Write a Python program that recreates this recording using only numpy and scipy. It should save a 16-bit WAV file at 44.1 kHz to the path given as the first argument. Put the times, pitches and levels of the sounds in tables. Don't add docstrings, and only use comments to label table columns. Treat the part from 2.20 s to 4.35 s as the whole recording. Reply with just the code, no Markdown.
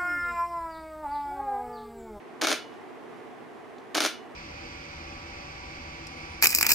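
import sys
import numpy as np
from scipy import signal
from scipy.fft import rfft, irfft, next_fast_len
from scipy.io import wavfile
from scipy.ndimage import uniform_filter1d

SR = 44100
rng = np.random.default_rng(int(sys.argv[2]) if len(sys.argv) > 2 else 0)


def wrap_up_sound(samples):
    columns = np.atleast_2d(samples).T
    tamed = np.clip(columns, -1, 1)
    steps = np.round(tamed * 32767).astype(np.int16)
    wavfile.write(sys.argv[1], SR, steps)


N = 94815


def undb(db):
    return 10 ** (np.asarray(db) / 20)


def curve(points, hz):
    freqs, values = np.array(points).T
    return np.interp(np.log(hz + 1), np.log(freqs), values)


def colour(x, points, tilt_db=0):
    n = x.shape[-1]
    size = 2 * next_fast_len(n)
    hz = np.arange(size // 2 + 1) * SR / size
    gain_db = curve(points, hz) + tilt_db * np.log2(np.maximum(hz, 600) / 3000)
    cepstrum = irfft(gain_db * np.log(10) / 20)
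    cepstrum[1:size // 2] *= 2
    cepstrum[size // 2 + 1:] = 0
    return irfft(rfft(x, size) * np.exp(rfft(cepstrum)))[..., :n]


def add(out, x, start_s):
    i = max(int(start_s * SR), 0)
    n = min(x.shape[-1], out.shape[-1] - i)
    out[..., i:i + n] += x[..., :n]


def stereo(mid, side):
    return np.array([mid + side, mid - side])


def burst(decay_s, size=2048, rise_s=0.00053):
    t = np.arange(size) / SR
    x = rng.standard_normal(size) * np.exp(-t / decay_s) * (1 - np.exp(-t / rise_s))
    return x / np.sqrt(np.sum(x ** 2))


def mode(t, hz, t60):
    return np.sin(2 * np.pi * hz * t) * np.exp(-np.log(1000) * t / t60)


# f/Hz, relative level/dB
RUSH_SPECTRUM = [(15, -74), (25, -39), (49, -28), (75, -28.5), (106, -17.5), (167, -12.5), (202, -16),
                 (243, -2.5), (286, -6.5), (373, -0.5), (404, -3.5), (438, 0), (529, -12), (573, -9),
                 (655, -8.5), (709, -5), (952, -11), (1060, -10), (1390, -16), (1960, -16.5), (3830, -31.5),
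                 (4620, -35), (7680, -41.5), (9770, -42.5), (15000, -52)]
# f/Hz, side minus mid level/dB
RUSH_WIDTH = [(60, 1.5), (200, 2.5), (380, -3.5), (1300, -4), (15000, -4)]
# t/s, level/dB
RUSH_LEVEL = [(0, -46), (.5, -44.5), (.7, -45), (1.0, -44.5), (1.5, -46), (2.15, -45)]

def room_rush(waver_db=0.24, left_minus_right_db=-2):
    mid, side = colour(rng.standard_normal((2, N)), RUSH_SPECTRUM)
    waver = rng.standard_normal(N)
    for _ in range(2):
        waver = uniform_filter1d(waver, 3000, mode="wrap")
    drift_db = np.interp(np.arange(N) / SR, *np.array(RUSH_LEVEL).T)
    gain = undb(drift_db + waver_db * waver / waver.std())
    balance = undb(np.array([[1], [-1]]) * left_minus_right_db / 2)
    return stereo(mid, colour(side, RUSH_WIDTH)) * balance * gain / np.hypot(mid.std(), side.std() / 2)


# f/Hz, relative level/dB, T60/s
ROOM_BANDS = [(150, -11, .25), (386, -7, 0.28), (1000, -5, 0.25), (2640, .5, 0.31), (5040, -1, 0.28),
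              (9000, 0, .22), (14084, 1, 0.21)]

def reverberation(x, level_db=-6.5, side_db=-7.5, delay_s=0.0043, build_s=0.0038, size=22050):
    t, hz = np.arange(size) / SR, np.fft.rfftfreq(size, 1 / SR)
    noise, tail = rfft(rng.standard_normal((2, size))), 0
    for centre, db, t60 in ROOM_BANDS:
        band = curve([(f, float(f == centre)) for f, _, _ in ROOM_BANDS], hz)
        tail += undb(db) * irfft(noise * band) * np.exp(-np.log(1000) * t / t60)
    tail *= 1 - np.exp(-np.maximum(t - delay_s, 0) / build_s)
    mid, side = undb(level_db) * tail / np.sqrt(np.sum(tail ** 2) / 2)
    response = stereo(mid, undb(side_db) * side)
    return signal.fftconvolve(x.mean(axis=0)[None], response)[:, :N]


# f/Hz, level/dB
BUTTON_SPECTRUM = [(300, -25), (2200, -8), (3300, 9), (6500, -2.5), (9000, -27), (15000, -22)]
# t/s, level/dB, decay time/s, tilt/(dB per octave)
FINGER_TOUCHES = [(0.525, -28, 0.034, -3), (1.583, -29.5, .004, 0)]

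def button():
    out = np.zeros((2, N))
    for start, db, decay_s, tilt_db in FINGER_TOUCHES:
        add(out, undb(db) * colour(burst(decay_s, size=4096), BUTTON_SPECTRUM, tilt_db), start)
    return out


# f/Hz, side minus mid level/dB
IMPACT_WIDTH = [(200, -4), (1200, -12), (4500, -13), (8000, -8), (14000, -6.5)]

def contact(crack_s=0.001, casing_s=0.0064, casing_db=-1):
    spectra = rfft([burst(crack_s), burst(crack_s)])
    smoothed_power = uniform_filter1d(np.abs(spectra) ** 2, size=15)
    cracks = irfft(spectra / np.sqrt(smoothed_power))
    mid, side = (crack + undb(casing_db) * burst(casing_s) for crack in cracks)
    return stereo(mid, colour(side, IMPACT_WIDTH)) * np.linspace(1, 0, len(mid))


# f/Hz, level/dB
IMPACT_SPECTRUM = [(60, -20), (180, -32), (300, 5), (480, -2), (650, 1.5), (950, -3), (1350, 5.5),
                   (1950, -3), (2700, -2.5), (3900, 0.5), (5400, -3.5), (6700, -3.5), (7400, -15.5),
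                   (8200, -15), (9400, -9), (11000, -19.5), (14000, -20.5), (16000, -36)]

def clatter(impacts, run_s, gain_db=3, teeth_per_s=1300, size=16384):
    out = np.zeros((2, size))
    for start, db, tilt_db in impacts:
        add(out, undb(db) * colour(contact(), IMPACT_SPECTRUM, tilt_db), start)
    strikes = (rng.random(size) < teeth_per_s / SR) * (np.arange(size) / SR < run_s)
    strength = undb(rng.normal(loc=-20, scale=3, size=size))
    teeth = strikes * strength * np.sign(rng.standard_normal(size))
    return undb(gain_db) * (out + colour(teeth, IMPACT_SPECTRUM))


# f/Hz, relative level/dB, T60/s
METAL_MODES = [(631.4, 4.5, 0.07), (1260, -2.5, 0.089), (1404, 5, 0.22), (1668, 4, 0.084),
               (2078, -2, 0.076), (2210, 7, 0.1), (2344, 1, 0.091), (2880, -8, 0.23), (2934, -8, 0.44),
               (3400, -37, 0.2), (3495, -3, 0.22), (4500, -8, .2), (4922, -14, 0.17), (5450, -17, 0.084)]
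# f/Hz, relative level/dB, T60/s, left minus right level/dB
BODY_MODES = [(278.7, -1, 0.038, 10), (309, 0.5, 0.031, 8.5), (401, -2, 0.044, 12.5), (646, -4, 0.061, -9)]

def chassis(impacts, thumps, ring_db=-43, thump_db=-22.5, push_s=0.0029, right_lag_s=0.00027):
    out = np.zeros((2, 16384))
    t = np.arange(out.shape[1]) / SR
    ring = sum(undb(db) * mode(t, hz, t60) for hz, db, t60 in METAL_MODES)
    sides = np.array([[0.5], [-0.5]])
    thump = sum(undb(db + sides * pan) * mode(t, hz, t60) for hz, db, t60, pan in BODY_MODES)
    thump *= (1 - np.exp(-t / push_s)) ** 2
    for start, db, _ in impacts:
        add(out, undb(ring_db + db) * ring, start)
    for start, db in thumps:
        left, right = undb(thump_db + db) * thump
        add(out[0], left, start)
        add(out[1], right, start + right_lag_s)
    return signal.sosfilt(signal.butter(6, 215, "high", fs=SR, output="sos"), out)


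# t/s, relative level/dB, tilt/(dB per octave)
OPENING_IMPACTS = [(0.0005, -7.5, -.5), (0.0044, 0.5, 1.5), (0.0125, -4, -4.5), (0.0168, -11.5, 0),
                   (0.0241, -2, 1), (0.0307, -1.5, -1), (0.0353, -.5, -3), (0.0402, -6.5, 0)]
CLOSING_IMPACTS = [(0.0004, 2.5, 1.3), (0.0042, -7, -2.5), (0.0142, -1, 1.1), (0.0222, -6.5, -0.22),
                   (0.0267, -7, 0.8), (0.0340, -3, 1.5), (0.0400, -5, 0.15), (0.0452, 0.5, -1),
                   (0.0499, -7, -1.8), (0.0567, .5, .3), (0.0600, -7, -1.3)]
# t/s, relative level/dB
OPENING_SHOVES = [(0.0027, -7.5), (0.0095, -7), (0.0168, 1.5), (0.0230, -3)]
CLOSING_SHOVES = [(0.0003, -10), (0.0125, -6), (0.0273, 1), (0.0341, -4), (0.0500, -2.5)]
# opening t/s, closing t/s, level/dB, tilt/(dB per octave)
PICTURES = [(0.2122, 0.2700, 0, -.3), (1.7451, 1.8041, 0, .3)]

def shutter(opening_run_s=0.038, closing_run_s=0.076, variation_db=-8):
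    out = np.zeros((2, N))
    strokes = [(OPENING_IMPACTS, OPENING_SHOVES, opening_run_s),
               (CLOSING_IMPACTS, CLOSING_SHOVES, closing_run_s)]
    for k, (impacts, thumps, run_s) in enumerate(strokes):
        stroke = clatter(impacts, run_s) + chassis(impacts, thumps)
        for *starts, db, tilt_db in PICTURES:
            varied = stroke + undb(variation_db) * clatter(impacts, run_s)
            tilted = colour(varied, [(1, 0.017)], tilt_db)
            add(out, undb(db) * tilted, starts[k])
    return out


def scene():
    rumble_cut = signal.butter(2, 80, "high", fs=SR, output="sos")
    camera = signal.sosfilt(rumble_cut, shutter() + button())
    return camera + reverberation(camera) + room_rush()


def record(dry, cutoff_hz=14900):
    return signal.sosfilt(signal.ellip(8, .2, 70, cutoff_hz, fs=SR, output="sos"), dry)


dry = scene()
out = record(dry)
wrap_up_sound(out)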